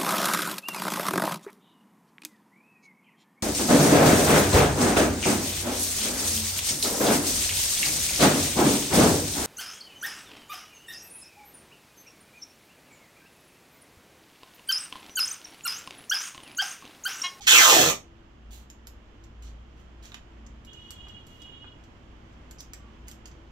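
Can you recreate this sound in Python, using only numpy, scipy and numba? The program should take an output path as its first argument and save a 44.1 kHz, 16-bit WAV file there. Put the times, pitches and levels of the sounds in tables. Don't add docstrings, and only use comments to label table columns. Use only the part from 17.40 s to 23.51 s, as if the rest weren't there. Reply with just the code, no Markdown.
import sys
import numpy as np
from scipy import signal
from scipy.fft import rfft, irfft, next_fast_len
from scipy.io import wavfile
from scipy.ndimage import uniform_filter1d
from numba import njit

SR = 44100
rng = np.random.default_rng(int(sys.argv[2]) if len(sys.argv) > 2 else 0)


def generate_wav(signal):
    frames = np.transpose(np.atleast_2d(signal))
    scaled = np.clip(frames, -1, 1) * 32767
    pcm = np.round(scaled).astype(np.int16)
    wavfile.write(sys.argv[1], SR, pcm)


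N = 269451
TIME = np.arange(N) / SR
BINS = np.fft.rfftfreq(N, 1 / SR)
BAND_LIMIT_HZ = 15700


def gain_of(db):
    return 10 ** (np.asarray(db) / 20)


def unit_rms(x):
    return x / np.sqrt(np.mean(x ** 2) + 1e-20)


def value_at(points, hz):
    f, value = np.transpose(points)
    return np.interp(np.log(hz + 1), np.log(f), value)


def ramp(t, start, length):
    return np.clip((t - start) / length, 0, 1)


def add(mix, start_s, sound):
    part = mix[..., max(round(start_s * SR), 0):][..., :sound.shape[-1]]
    part += sound[..., :part.shape[-1]]


def drift(bandwidth_hz):
    size = next_fast_len(N)
    low_pass = np.exp(-(np.fft.rfftfreq(size, 1 / SR) / bandwidth_hz) ** 2)
    return unit_rms(irfft(rfft(rng.standard_normal(size)) * low_pass, size)[:N])


def panned(db):
    return gain_of(np.array([db, -db]).reshape(2, -1) / 2)


def band(x, lo_hz, hi_hz):
    return signal.sosfilt(signal.butter(2, [lo_hz, hi_hz], "band", fs=SR, output="sos"), x)


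def impulse(spectrum, treble_db=0, size=1024):
    hz = abs(np.fft.fftfreq(size, 1 / SR))
    shelf_db = treble_db * np.clip(np.log2(hz / 6000 + 1e-9), 0, 1)
    log_gain = np.log(gain_of(value_at(spectrum, hz) + shelf_db))
    click = np.fft.ifft(np.exp(np.conj(signal.hilbert(log_gain)))).real[:size // 2]
    return click / np.linalg.norm(click)


@njit
def relax(x, pole):
    y = np.zeros_like(x)
    for i in range(1, len(x)):
        y[i] = pole[i] * y[i - 1] + (1 - pole[i]) * x[i]
    return y


def resonate(x, hz, width_hz):
    carrier = np.exp(2j * np.pi * np.cumsum(hz) / SR)
    pole = np.exp(-np.pi * width_hz / SR)
    for stage in range(2):
        x = 2 * (carrier * relax(x / carrier, pole)).real
    return x


# f/Hz, correlation coefficient
COHERENCE = [(60, 0.95), (220, 0.92), (450, 0.5), (800, 0), (1400, .05), (15000, 0.02)]
def diffuse(size):
    left, independent = rfft(rng.standard_normal((2, size)))
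    shared = np.clip(value_at(COHERENCE, np.fft.rfftfreq(size, 1 / SR)), 0, 1)
    return irfft([left, shared * left + np.sqrt(1 - shared ** 2) * independent], size)


# f/Hz, T60/s
REVERB_TIME = [(100, 0.37), (500, 0.25), (2000, 0.2), (6000, 0.21), (15000, 0.16)]
# f/Hz, relative level/dB
REFLECTION_SPECTRUM = [(100, -10.5), (500, -5.5), (1200, 1), (15000, 1)]
def shop(x, wet_db, early_db=7, early_s=0.0035, left_lag_samples=9):
    hz, t, noise = signal.stft(diffuse(SR // 3), SR, nperseg=256)
    decay_db = value_at(REFLECTION_SPECTRUM, hz)[:, None] - 60 * t / value_at(REVERB_TIME, hz)[:, None]
    tail = signal.istft(noise * gain_of(decay_db), SR, nperseg=256)[1]
    t = np.arange(tail.shape[1]) / SR
    onset = np.clip(t / 0.0031 - .5, 0, 1)
    tail = tail * onset * gain_of(early_db * np.exp(-t / early_s))
    wet = signal.fftconvolve(x[None], tail / np.linalg.norm(tail[0]), axes=1)[:, :len(x)]
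    direct = np.array([np.roll(x, left_lag_samples), x])
    return (direct + gain_of(wet_db) * wet) / np.sqrt(1 + gain_of(2 * wet_db))


# f/Hz, relative spectral level/dB
STREET_SPECTRUM = [(20, -11), (55, -0.5), (100, -7.5), (165, -15.5), (225, -12.5), (500, -21.5),
                   (1000, -23.5), (2450, -31.5), (3100, -29.5), (3900, -40), (7100, -44.5), (9300, -62.5),
                   (12500, -60.5), (15500, -61)]
# f/Hz, left minus right level/dB
STREET_BALANCE = [(60, 0.5), (130, 1.5), (290, -2), (640, 0), (1410, -4.5), (3100, -6), (6820, -4),
                  (15000, -1)]
def street(first_db=-61, last_db=-57, growth_s=4, swell_db=0.32):
    notch_db = -8 * np.exp(-((BINS - 58) / 16) ** 2)
    spectrum = rfft(diffuse(N)) * gain_of(value_at(STREET_SPECTRUM, BINS) + notch_db)
    midband_rms = irfft(spectrum * ((BINS > 300) & (BINS < 2400)), N).std()
    noise = irfft(spectrum * panned(value_at(STREET_BALANCE, BINS)), N) / midband_rms
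    db = first_db + (last_db - first_db) * ramp(TIME, 0, growth_s)
    return noise * gain_of(db + swell_db * drift(5))


# t/s, relative level/dB
HUM_ENVELOPE = [(0.8, -59), (0.96, -60.5), (1.08, -42), (1.36, -58.5), (1.48, -47.5), (1.74, -60.5),
                (2.07, -42), (2.44, -54), (2.63, -44.5), (2.66, -55.5), (2.91, -53), (3.01, -46),
                (3.58, -65), (3.65, -46.5), (3.75, -64), (5.11, -50.5), (5.18, -55.5), (5.49, -50.5),
                (5.52, -60.5), (5.64, -46.5), (5.79, -54), (6.1, -51)]
# f/Hz, level/dB
MACHINE_TONES = [(134, -72.5), (226, -68.5), (333.8, -67)]
def hum(hum_hz=58, waver_hz=2, gain_db=-.5, unsteady_db=1.5):
    envelope_db = np.interp(TIME, *np.transpose(HUM_ENVELOPE))
    phase = 2 * np.pi * np.cumsum(hum_hz + waver_hz * drift(5.6)) / SR
    out = unit_rms(np.sin(phase)) * gain_of(envelope_db + gain_db + unsteady_db * drift(12))
    for hz, db in MACHINE_TONES:
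        phase = 2 * np.pi * np.cumsum(hz + 1.5 * drift(18)) / SR
        out += gain_of(db) * unit_rms(np.sin(phase) * (1 + 1.2 * drift(3.4)))
    return out


# t/s, duration/s, f/Hz, level/dB
FAR_TOOTS = [(0, 0.024, 817, -50.5), (5.38, 0.15, 1150, -67)]
def toots():
    out = np.zeros(N)
    for start, length, hz, db in FAR_TOOTS:
        t = TIME[:round(length * SR)]
        burst = np.sin(2 * np.pi * hz * t) * signal.windows.tukey(len(t), .5)
        add(out, start, gain_of(db) * unit_rms(burst))
    return out


# t/s, duration/s, level/dB, treble shelf/dB
STROKES = [(.008, 0.12, -45, -11), (1.107, 0.14, -52, 1.5), (2.028, 0.11, -56.5, -9),
           (2.366, 0.11, -69.5, -5.5), (2.625, 0.089, -51, -6), (3.301, 0.96, -68.5, -8),
           (3.861, 0.31, -68, 0), (5.671, .075, -57, 2)]
# f/Hz, relative spectral level/dB
FRICTION_SPECTRUM = [(800, -22.5), (2200, -5), (3600, 1.5), (5200, -5.5), (7000, 2), (9300, -14),
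                     (12000, -7.5), (15500, -11)]
def rubs(grain_db=4, pan_db=-6):
    out = np.zeros(N)
    grit = unit_rms(rng.standard_normal(N) * gain_of(grain_db * drift(500)))
    for start, length, db, treble_db in STROKES:
        progress = ramp(TIME, start, length)
        stroke = (grit * np.sin(np.pi * progress ** 0.31))[(progress > 0) & (progress < 1)]
        add(out, start, gain_of(db) * np.convolve(stroke, impulse(FRICTION_SPECTRUM, treble_db)))
    return shop(out, wet_db=2) * panned(pan_db)


PULL_START_S, JERK_S, PULL_END_S = .0665, .109, .508
def stick_slip(rate_hz, jitter=.32, spread_db=3):
    cycles = np.cumsum(rate_hz * np.exp(jitter * drift(150)[:SR])) / SR
    slips = np.diff(np.floor(cycles), prepend=0) * np.sqrt(SR / rate_hz)
    slips *= gain_of(spread_db * rng.uniform(-2, 1.5, SR))
    slips -= uniform_filter1d(slips, 600)
    bursts = 0.13 + np.exp(-(cycles % 1) / .2)
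    threads = unit_rms(rng.standard_normal(SR) * bursts * gain_of(3 * drift(900)[:SR]))
    return slips, threads


def crackle_level(t, tight, hang_db=-8, overshoot_db=3.5, ease_at_s=.35, ease_db_per_s=55):
    jerk_db = (hang_db * (1 - tight) + overshoot_db * tight) * np.exp(-abs(t - JERK_S) / 0.009)
    return -14.5 + jerk_db - ease_db_per_s * np.maximum(t - ease_at_s, 0)


# f/Hz, relative spectral level/dB
GLUE_SPECTRUM = [(150, -29), (500, -14.5), (1100, -3.5), (2000, 1), (3100, 3.5), (4800, -3.5), (6600, 3),
                 (7900, -2), (9500, -16.5), (12000, -5), (15500, -11.5)]
def glue_cracks(force, tight):
    cracks = signal.fftconvolve(force, impulse(GLUE_SPECTRUM))[:SR]
    return tight * cracks + (1 - tight) * gain_of(2) * band(cracks, 900, BAND_LIMIT_HZ)


# f/f1, bandwidth/f1, relative level/dB
STRIP_RESONANCES = [(1, .32, 2), (2.7, 0.22, -6), (.52, 0.11, -4)]
def strip_ring(t, pluck, tight, active, wave_m_per_s=680, hand_m_per_s=1.95, grip_width_hz=130):
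    first_m, draw_at_s, gather_s = .1, .163, .022
    length_m = first_m + hand_m_per_s * gather_s * np.logaddexp(0, (t - draw_at_s) / gather_s)
    hz = wave_m_per_s / (2 * length_m)
    ring = sum(gain_of(db) * resonate(pluck, ratio * hz, width * hz + grip_width_hz)
               for ratio, width, db in STRIP_RESONANCES)
    ring = band(ring / np.sqrt(hz), 180, 9000)
    slack_db, sag_db_per_s = -28.5, 13.5
    damping_db = -15 * ramp(t, .395, .05)
    taut_db = -15.5 - sag_db_per_s * (t - JERK_S) + damping_db
    return ring / ring[active].std() * gain_of(slack_db * (1 - tight) + taut_db * tight)


# f/Hz, bandwidth/Hz, relative level/dB
CORE_RESONANCES = [(430, 220, -9.5), (1150, 580, -12.5)]
def roll_ring(pluck, rate_hz, tight, active, crackle_db, slack_db=-12, gain_db=-19):
    force = pluck * gain_of(slack_db * (1 - tight)) / rate_hz ** 0.11
    ring = sum(gain_of(db) * band(force, hz - width / 2, hz + width / 2)
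               for hz, width, db in CORE_RESONANCES)
    return ring / ring[active].std() * gain_of(gain_db + crackle_db / 2)


def strip_flap(t, pluck, tight, active, first_hz=720, width_hz=160, fall_s=0.061, fade_s=.07, db=-33):
    since = np.maximum(t - JERK_S, 0)
    flap = resonate(pluck, first_hz * np.exp(-since / fall_s), np.full(SR, width_hz))
    return flap / flap[active].std() * tight * gain_of(db) * np.exp(-(since / fade_s) ** 2)


# f/Hz, left minus right level/dB
PULL_BALANCE = [(300, -0.5), (800, 0.5), (1500, 0.5), (2900, -3.5), (6900, -5.5), (8100, 2.5), (9500, 1),
                (15000, 1)]
def pull(fast_hz=1500, slow_hz=28, slowing_at_s=.175, slowing_s=.095, thud_db=-30):
    t = TIME[:SR]
    tight = ramp(t, JERK_S - .003, .003)
    moving = ramp(t, PULL_START_S, .008) * ramp(-t, -PULL_END_S, .006)
    active = moving > .5
    crackle_db = crackle_level(t, tight)
    rate_hz = slow_hz + (fast_hz - slow_hz) * np.exp(-np.maximum(t - slowing_at_s, 0) / slowing_s)
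    slips, threads = stick_slip(rate_hz)
    pluck = (slips + 0.38 * threads) * moving
    rasp = glue_cracks(unit_rms(.42 * slips + threads) * moving * gain_of(crackle_db), tight)
    rasp += strip_ring(t, pluck, tight, active)
    rasp += roll_ring(pluck, rate_hz, tight, active, crackle_db)
    rasp += strip_flap(t, pluck, tight, active)
    thuds = band(slips * moving / rate_hz * gain_of(crackle_db), 100, 520)
    rasp += thuds / thuds[active].std() * gain_of(thud_db)
    heard = shop(np.pad(rasp, (0, N - SR)), wet_db=2)
    return irfft(rfft(heard) * panned(value_at(PULL_BALANCE, BINS)), N)


# t/s, relative level/dB, treble shelf/dB
TICK_EVENTS = [(1.3011, -50, -5.5), (1.471, -47, 0), (1.839, -60, -8.5), (2.0239, -57, -8),
               (2.6556, -51.5, -10), (2.7183, -60, -8), (2.7436, -49, -4), (3.065, -57, -12.5),
               (3.249, -57.5, -5), (3.333, -55.5, -11), (3.5067, -44, -1), (3.6847, -57.5, -10),
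               (3.8683, -58, 3), (4.0195, -55, -11), (4.438, -62.5, -9), (4.925, -70.5, -13),
               (5.111, -49.5, -1.5), (5.206, -47.5, 2), (5.3346, -43.5, -4), (5.6828, -46.5, 0),
               (5.7141, -50, 0), (5.8569, -48, -14), (5.8728, -58.5, -1), (5.914, -60.5, -24)]
# f/Hz, relative spectral level/dB
TICK_SPECTRUM = [(400, -30), (1500, -1), (3000, 0), (4400, 0), (5500, 1), (7300, 8), (9300, -14.5),
                 (12000, 1.5), (15500, -11.5)]
def ticks(gain_db=29, crumble=0.16, halving_db=9, pan_db=-4):
    out, t = np.zeros((2, N)), TIME[:800]
    for start, db, treble_db in TICK_EVENTS:
        crumble_s = .0024 * .5 ** ((db + 50) / halving_db)
        burst = (t == 0) + crumble * rng.standard_normal(len(t)) * np.exp(-t / crumble_s)
        click = np.pad(np.convolve(burst, impulse(TICK_SPECTRUM, treble_db)), (0, SR // 5))
        heard = shop(click / np.linalg.norm(click), wet_db=-1.5, early_db=20)
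        add(out, start, gain_of(db + gain_db) * heard)
    return out * panned(pan_db)


# t/s, relative level/dB, upper cutoff f/Hz
KNOCK_EVENTS = [(2.719, -37.5, 5970), (2.7435, -30, 5520), (3.669, -41, 1900), (4.243, -39.5, 1700),
                (5.335, -46, 3000)]
# f/Hz, relative spectral level/dB
WOOD_SPECTRUM = [(200, -62), (700, 1.5), (1400, 5.5), (2200, 6), (3500, 9), (5000, -3), (9000, -26),
                 (15000, -20)]
def knocks(gain_db=16, decay_s=0.0023, pan_db=-5.5):
    out, t = np.zeros(N), TIME[:800]
    for start, db, top_hz in KNOCK_EVENTS:
        burst = rng.standard_normal(len(t)) * np.exp(-t / decay_s)
        knock = band(np.convolve(burst, impulse(WOOD_SPECTRUM)), 300, top_hz)
        add(out, start, gain_of(db + gain_db) * knock / np.linalg.norm(knock))
    return shop(out, wet_db=-2, early_db=10) * panned(pan_db)


def crinkles(start_s=2.9, per_s=12, softest_db=-81, spread_db=7):
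    chance, size = rng.random((2, N))
    clicks = (chance < per_s / SR) * (TIME > start_s) * gain_of(softest_db + spread_db * size)
    return shop(signal.oaconvolve(clicks, impulse(TICK_SPECTRUM, treble_db=-2.5))[:N], wet_db=-9)


def multipath():
    return .4 + drift(48) + 1j * drift(48)


# harmonic number, relative level/dB
HORN_HARMONICS = [(6, -16.5), (7, 3.5), (8, -1), (9, -13.5), (10, -21), (17, -24)]
# t/s, duration/s, level/dB
HORN_BLASTS = [(3.263, 0.53, -50.5), (3.897, .035, -57), (3.989, 0.29, -51)]
def horn(fundamental_hz=414, rise_s=0.03, fade_s=0.058, pan_db=-5):
    phase = 2 * np.pi * fundamental_hz * TIME
    buzz = np.zeros((2, N))
    for side in range(2):
        partials = sum(gain_of(db) * multipath() * np.exp(1j * k * phase) for k, db in HORN_HARMONICS)
        buzz[side] = unit_rms(partials.real)
    envelope = np.zeros(N)
    for start, length, db in HORN_BLASTS:
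        release = np.exp(-np.maximum(TIME - start - length, 0) / fade_s)
        envelope += gain_of(db) * ramp(TIME, start, rise_s) * release
    return buzz * envelope * panned(pan_db)


def peel(start_s=5.184, end_s=5.21, band_hz=(4900, 6600), peak_db=-42, swell_db=10, pan_db=-5):
    progress = ramp(TIME, start_s, end_s - start_s)
    fizz = unit_rms(band(rng.standard_normal(N), *band_hz)) * ((progress > 0) & (progress < 1))
    return shop(fizz * gain_of(peak_db - swell_db * (1 - progress)), wet_db=-4) * panned(pan_db)


def scene():
    taping = pull() + ticks() + peel() + crinkles() + knocks() + rubs()
    return taping + horn() + toots() + hum() + street()


def record(dry):
    low_pass = signal.firwin(301, BAND_LIMIT_HZ, window=("kaiser", 9), fs=SR)
    return signal.oaconvolve(np.clip(dry, -1, 1), low_pass[None], "same")


dry = scene()
out = record(dry)
generate_wav(out)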